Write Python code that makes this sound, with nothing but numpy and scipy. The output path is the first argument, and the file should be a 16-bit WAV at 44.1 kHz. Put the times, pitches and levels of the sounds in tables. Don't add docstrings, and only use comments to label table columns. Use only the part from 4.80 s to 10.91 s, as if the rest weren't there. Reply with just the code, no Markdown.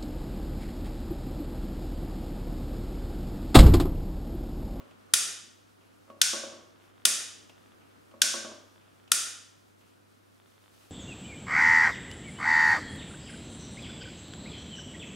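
import sys
import numpy as np
from scipy import signal
from scipy.fft import rfft, irfft
from scipy.io import wavfile
from scipy.ndimage import uniform_filter1d

SR = 44100
rng = np.random.default_rng(int(sys.argv[2]) if len(sys.argv) > 2 else 0)


def to_wav(s):
    ch = np.atleast_2d(s).T
    pcm = np.round(np.clip(ch, -1, 1) * 32767)
    wavfile.write(sys.argv[1], SR, pcm.astype(np.int16))


N = 269403
TIME = np.arange(N) / SR
SIZE = 2 ** 15
AGE = np.arange(SIZE) / SR
HZ = np.maximum(np.arange(SIZE // 2 + 1) * SR / SIZE, 1)


# start_s, level_db, tilt_db_per_octave, lever_db, thump_db, wood_jolt_db, throw (on or off)
SNAPS = [(0.3379, 1.32, 0.2, -1, -2, -25.5, "on"), (1.4159, 0.6, 0.4, 0, -0.5, -19.5, "off"),
         (2.2534, 1.5, 0.0, -3, -2.5, -8.5, "on"), (3.4182, 0, 0.63, 3.5, -2.5, -4.5, "off"),
         (4.318, 0, 0.5, 4, -22.5, -13, "on")]
# offset_s, level_db, decay_s
CONTACTS = [(-0.0016, -16.5, 0.0018), (0.0, 2, 0.0014), (0.0013, 0, 0.0012), (0.0039, -7.5, 0.0015),
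            (0.0055, -19, 0.0009)]
SNAP_COLOUR = { "on": [(100, -20), (400, -12), (950, -13), (1300, 1.5), (2200, -7.5), (3000, -0.5),
               (4200, -6), (6000, 3), (8000, 1), (10000, 4), (12000, -2), (14000, -11.5), (15500, -14)],
               "off": [(80, -13), (400, -16.5), (950, -11), (1300, -9), (2200, -2.5), (3000, 2.5),
               (4200, 3.5), (6000, 3.5), (8000, -1.5), (10000, 0.5), (12000, -5), (14000, -12),
               (15500, -16.5)]}
HOUSING_RESONANCES = { "on": [(1414, 170, 4.5), (1846, 310, 6), (2470, 260, 5), (3098, 220, 3),
                      (3480, 410, 8.5), (3880, 449, 7.5), (4520, 209, 6), (4890, 440, 7), (5458, 449, 2.5),
                      (6350, 180, 3), (6890, 142, 4), (7250, 100, 5), (8480, 280, 6), (9350, 310, 5),
                      (10900, 449, 3.5)], "off": [(1130, 66, 0), (1518, 350, 18.5), (3460, 550, 7),
                      (3926, 61, 1.5), (4523, 100, 3.5), (5360, 400, 4.5), (5765, 93, 4), (6200, 115, 3),
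                      (6730, 490, 4.5), (7300, 197, 3.5), (7560, 130, 3), (8750, 449, 7), (9169, 155, 2.5),
                      (10900, 130, 2), (11480, 300, 1.5)]}
LEVER_RING = {"on": (1380, 290), "off": (1560, 130)}
# pitch_hz, level_db, t60_s
SPRING_MODES = [(3450, 0, .3), (3770, -4.5, 0.38), (4720, -4.5, 0.33), (5700, -1.5, .4), (5700, -1, .35),
                (7060, -1, .35), (8100, -1.5, .3), (9200, 3, .3)]
# pitch_hz, correlation
SNAP_STEREO = [(100, -2.2), (1200, 0.3), (4500, 1), (14000, 0.75)]
# pitch_hz, left_minus_right_db
SNAP_PAN = [(300, 3), (1300, 5), (2200, 3.5), (3300, 7.5), (4700, 3.5), (8000, 1), (13000, -0.86)]
# pitch_hz, level_db
THUMP_COLOUR = [(40, -2), (120, -0.5), (280, 5.5), (650, 8.5), (1200, 0), (2400, 1), (4000, -5.5),
                (10000, -16)]
# pitch_hz, correlation
THUMP_STEREO = [(80, 0.45), (250, -1.6), (2500, -1.2)]

def switch(reverb, direct_db, room_db, spring_db):
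    out = np.zeros((2, N))
    lead_s = .006
    pan = from_db(at_hz(SNAP_PAN, HZ) * np.array([[.5], [-.5]]))
    contact_power = 0
    for offset_s, contact_db, decay_s in CONTACTS:
        age = AGE - lead_s - offset_s
        decay = np.exp(-2 * np.clip(age / decay_s, 0, 20))
        contact_power += (age >= 0) * from_db(2 * contact_db) * decay
    for start_s, level_db, tilt, lever_db, thump_db, _, throw in SNAPS:
        resonances = [*HOUSING_RESONANCES[throw], (*LEVER_RING[throw], lever_db)]
        housing = from_db(level_db) * body(SNAP_COLOUR[throw], resonances, tilt)
        impact = irfft(rfft(crackle(np.sqrt(contact_power), SNAP_STEREO)) * pan)
        add(out, convolve(housing, impact) * from_db(direct_db), start_s - lead_s)
        add(out, convolve(housing, reverb) * from_db(room_db), start_s)
        add(out, modes(SPRING_MODES, spring_db + level_db), start_s)
        thump = convolve(body(THUMP_COLOUR), crackle(fade(0.00074), THUMP_STEREO))
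        add(out, thump * from_db(thump_db), start_s)
    return out


# start_s, level_db
NUDGES = [(0.002, -16), (1.301, -8.5), (3.339, -12.5)]
# start_s, level_db, first_gap_s, gap_ratio
ROCKINGS = [(1.5325, 3.5, .102, .9), (3.5396, 2.5, .108, .63)]

def wood_blows(rock_count, jolt_delay_s=.016, graze_lead_s=.022, graze_db=-10, rock_loss_db=4.5):
    blows = [(start_s + jolt_delay_s, jolt_db) for start_s, *_, jolt_db, throw in SNAPS]
    for start_s, level_db in NUDGES:
        blows += [(start_s - graze_lead_s, level_db + graze_db), (start_s, level_db)]
    for start_s, level_db, gap_s, gap_ratio in ROCKINGS:
        for k in range(rock_count):
            blows.append((start_s, level_db - rock_loss_db * k ** 1.5))
            start_s += gap_s * gap_ratio ** k
    return blows


# pitch_hz, level_db
KNOCK_COLOUR = [(80, -35), (160, -23.5), (240, -2), (450, -6.5), (620, -3.5), (850, -10), (1150, -3),
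                (1600, -18), (3000, -29.5), (8000, -55)]
# pitch_hz, level_db, t60_s
WOOD_MODES = [(226.5, 0, 0.36), (256, -3.5, .17), (340, 1, 0.41), (552, 4.5, 0.36), (586.6, -1.5, 0.47),
              (631.3, 1, 0.34), (1112, 0.5, 0.29), (1280, -2.5, 0.14)]

def wood_knocks(reverb, thud_db, ring_db, room_db, contact_s):
    out, wood = np.zeros((2, N)), body(KNOCK_COLOUR)
    for start_s, level_db in wood_blows(rock_count=4):
        thud = from_db(thud_db) * crackle(fade(contact_s), ROOM_STEREO)
        knock = thud + modes(WOOD_MODES, ring_db) + from_db(room_db) * reverb
        add(out, convolve(wood, knock) * from_db(level_db), start_s)
    return out


# start_s, level_db
TOUCHES = [(0.11, 0), (1.300, -1), (2.695, 6.5), (3.313, -3.5), (4.277, 3)]
# pitch_hz, level_db
TOUCH_COLOUR = [(150, -13), (600, 3), (1400, -7.5), (2000, -10), (2800, 2.5), (4000, -11), (12000, -25.5)]

def finger_touches(reverb, level_db, room_db, contact_s):
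    out, ring = np.zeros((2, N)), body(TOUCH_COLOUR)
    for start_s, touch_db in TOUCHES:
        brush = crackle(fade(contact_s), ROOM_STEREO) + from_db(room_db) * reverb
        add(out, convolve(ring, brush) * from_db(level_db + touch_db), start_s)
    return out


# pitch_hz, t60_s
ROOM_DECAY = [(150, 0.5), (500, 0.85), (1500, 0.6421), (3000, 0.6449), (6000, 0.5681), (8500, 0.4786),
              (11000, 0.4242), (15000, 0.32)]
# pitch_hz, level_db
ROOM_COLOUR = [(150, -1.5), (700, -0.5), (1400, -4), (2300, 1), (3200, -4), (4500, -2.5), (6200, 1.5),
               (8000, 1.5), (10300, -0.5), (12200, -5.5), (14500, -3)]
# pitch_hz, correlation
ROOM_STEREO = [(100, 0.89), (1000, 0.32), (3000, 0.65), (7000, 0.81), (14000, 0.5)]

def room(build_s, build_depth, early_db, early_s):
    centres_hz = np.geomspace(100, 16000, num=16)
    field = rfft(stereo_noise(ROOM_STEREO, SIZE)) * from_db(at_hz(ROOM_COLOUR, HZ))
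    tail = 0
    for hz, band_weights in zip(centres_hz, np.eye(len(centres_hz))):
        band = irfft(field * np.interp(np.log(HZ), np.log(centres_hz), band_weights))
        tail += band * from_db(-60 * AGE / at_hz(ROOM_DECAY, hz))
    swell = 1 - build_depth * np.exp(-AGE / build_s)
    echoes = from_db(early_db) * np.exp(-AGE / early_s)
    attack = np.clip(AGE / 0.0066, 0, 1)
    return tail * (swell + echoes) * attack * np.sqrt(2 / SR)


# pitch_hz, level_db
CLOCK_TICK_COLOUR = [(300, -7), (1400, -3), (2000, -9), (2600, -3), (3200, -1), (4000, -17), (9000, -30)]
# pitch_hz, level_db
CLOCK_SETTLE_COLOUR = [(100, -11), (280, 4), (900, -7.5), (1400, -1), (2000, -15), (9000, -32)]

def far_clock(reverb, tick_db, settle_db, direct_db, first_s=0.0091, settle_s=0.15):
    out = np.zeros((2, N))
    path = reverb + from_db(direct_db) * crackle(fade(.008), ROOM_STEREO)
    tick = convolve(body(CLOCK_TICK_COLOUR), path) * from_db(tick_db)
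    settle = convolve(body(CLOCK_SETTLE_COLOUR), path) * from_db(settle_db)
    for start_s in np.arange(first_s, N / SR, 1):
        add(out, tick, start_s)
        if start_s + settle_s < N / SR:
            add(out, settle, start_s + settle_s)
    return out


MAINS_HZ = 50
# start_s, length_s
TICK_SPELLS = [(0, 0.14), (1.933, 0.34), (2.752, 0.19), (3.911, 0.36), (5.57, 0.5)]
# pitch_hz, level_db
TICK_COLOUR = [(150, -8), (450, 2.5), (1400, 3.5), (2600, -3.5), (3600, 3.5), (4000, -19), (9000, -36.5)]

def fast_ticking(level_db, spread_db):
    slots = np.arange(0, N, round(SR / MAINS_HZ))
    slot_s = slots / SR
    active = np.any([(slot_s >= s) & (slot_s < s + length_s) for s, length_s in TICK_SPELLS], axis=0)
    unevenness = np.minimum(rng.standard_normal(len(slots)), 1.5)
    ticks = np.zeros(N)
    ticks[slots] = active * from_db(level_db + spread_db * unevenness)
    return signal.fftconvolve(ticks, body(TICK_COLOUR))[:N]


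def mains_hum(level_db):
    return np.sqrt(2) * from_db(level_db) * np.sin(2 * np.pi * 2 * MAINS_HZ * TIME)


# pitch_hz, level_db
RUSTLE_COLOUR = [(30, -19), (60, -7.5), (140, -5), (270, 2.5), (420, -3), (900, -9.5), (1350, -7.5),
                 (2000, -16.5), (3300, -20.5), (4500, -27), (15000, -43.5)]
# time_s, level_db
RUSTLE_LEVEL = [(0, -55), (0.7, -61), (3.0, -58), (5.0, -62), (6.1, -62.5)]
# pitch_hz, level_db
HISS_COLOUR = [(30, 1), (500, 6), (2000, -1), (4000, -1), (7000, -4.5), (10500, -5), (15000, -10.5)]

def room_tone(hiss_db, swell_start_s, swell_db_per_s):
    rustle_db = np.interp(TIME, *np.transpose(RUSTLE_LEVEL))
    swell_db = swell_db_per_s * np.maximum(TIME - swell_start_s, 0)
    rustle = air(RUSTLE_COLOUR, rustle_db, flutter_db=0.2)
    return rustle + air(HISS_COLOUR, hiss_db + swell_db, flutter_db=1.3)


# pitch_hz, correlation
AIR_STEREO = [(40, -.45), (200, -.4), (800, -.55), (1500, -0.23), (3000, .1), (6000, 0.55), (14000, 0.3)]

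def air(colour, level_db, flutter_db):
    hz = np.maximum(np.arange(N // 2 + 1) * SR / N, 1)
    noise = irfft(rfft(stereo_noise(AIR_STEREO, N)) * from_db(at_hz(colour, hz)), N)
    flutter = np.interp(TIME, np.linspace(0, N / SR, num=150), rng.standard_normal(150))
    return noise / noise.std() * from_db(level_db + flutter_db * flutter)


def body(colour, resonances=(), tilt_db_per_octave=0):
    db = at_hz(colour, HZ) + tilt_db_per_octave * np.log2(HZ / 5000)
    for pitch_hz, width_hz, boost_db in resonances:
        db += boost_db / (1 + (2 * (HZ - pitch_hz) / width_hz) ** 2)
    cepstrum = irfft(np.log(from_db(db)))
    cepstrum[1:SIZE // 2] *= 2
    cepstrum[SIZE // 2 + 1:] = 0
    return irfft(np.exp(rfft(cepstrum)))


def modes(table, ring_db):
    ring = np.zeros((1, SIZE))
    for pitch_hz, level_db, t60_s in table:
        strike_db = ring_db + level_db + rng.normal(0, 1.5)
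        ring += from_db(strike_db - 60 * AGE / t60_s) * np.sin(2 * np.pi * pitch_hz * AGE)
    return ring


def crackle(envelope, stereo):
    burst = rfft(stereo_noise(stereo, SIZE) * envelope)
    power = uniform_filter1d(np.mean(np.abs(burst) ** 2, axis=0), size=400)
    return irfft(burst / np.sqrt(power + 1e-18)) * (envelope > 1e-4)


def stereo_noise(stereo, size):
    mid, side = rfft(rng.standard_normal((2, size)))
    hz = np.maximum(np.arange(len(mid)) * SR / size, 1)
    alike = np.clip(at_hz(stereo, hz), -.99, .99)
    return irfft(np.sqrt((1 + alike) / 2) * mid + np.sqrt((1 - alike) / 2) * side * [[1], [-1]], size)


def fade(decay_s):
    return np.exp(-np.minimum(AGE / decay_s, 20))


def from_db(db):
    return 10 ** (np.asarray(db) / 20)


def at_hz(points, hz):
    pitch_hz, value = np.transpose(points)
    return np.interp(np.log(hz), np.log(pitch_hz), value)


def add(out, sound, start_s):
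    start = max(round(start_s * SR), 0)
    out[:, start:start + sound.shape[1]] += sound[:, :N - start]


def convolve(a, b):
    return signal.fftconvolve(np.atleast_2d(a), np.atleast_2d(b), axes=1)[:, :SIZE]


def scene():
    reverb = room(build_s=0.086, build_depth=.7, early_db=-10.5, early_s=.025)
    clicks = switch(reverb, direct_db=10.5, room_db=24.5, spring_db=-48)
    wood = wood_knocks(reverb, thud_db=3.5, ring_db=-42.5, room_db=17.5, contact_s=0.007)
    finger = finger_touches(reverb, level_db=-23, room_db=8.5, contact_s=0.0072)
    clock = far_clock(reverb, tick_db=-5, settle_db=-8.5, direct_db=-23)
    bed = room_tone(hiss_db=-68, swell_start_s=5.5, swell_db_per_s=9.5)
    ticking = fast_ticking(level_db=-37, spread_db=4.5)
    return clicks + wood + finger + clock + ticking + mains_hum(level_db=-69.5) + bed


def record(dry):
    cutoff_hz = 15700
    lowpass = signal.ellip(10, .2, 80, cutoff_hz, fs=SR, output="sos")
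    return signal.sosfilt(lowpass, np.tanh(dry))


dry = scene()
out = record(dry)
to_wav(out)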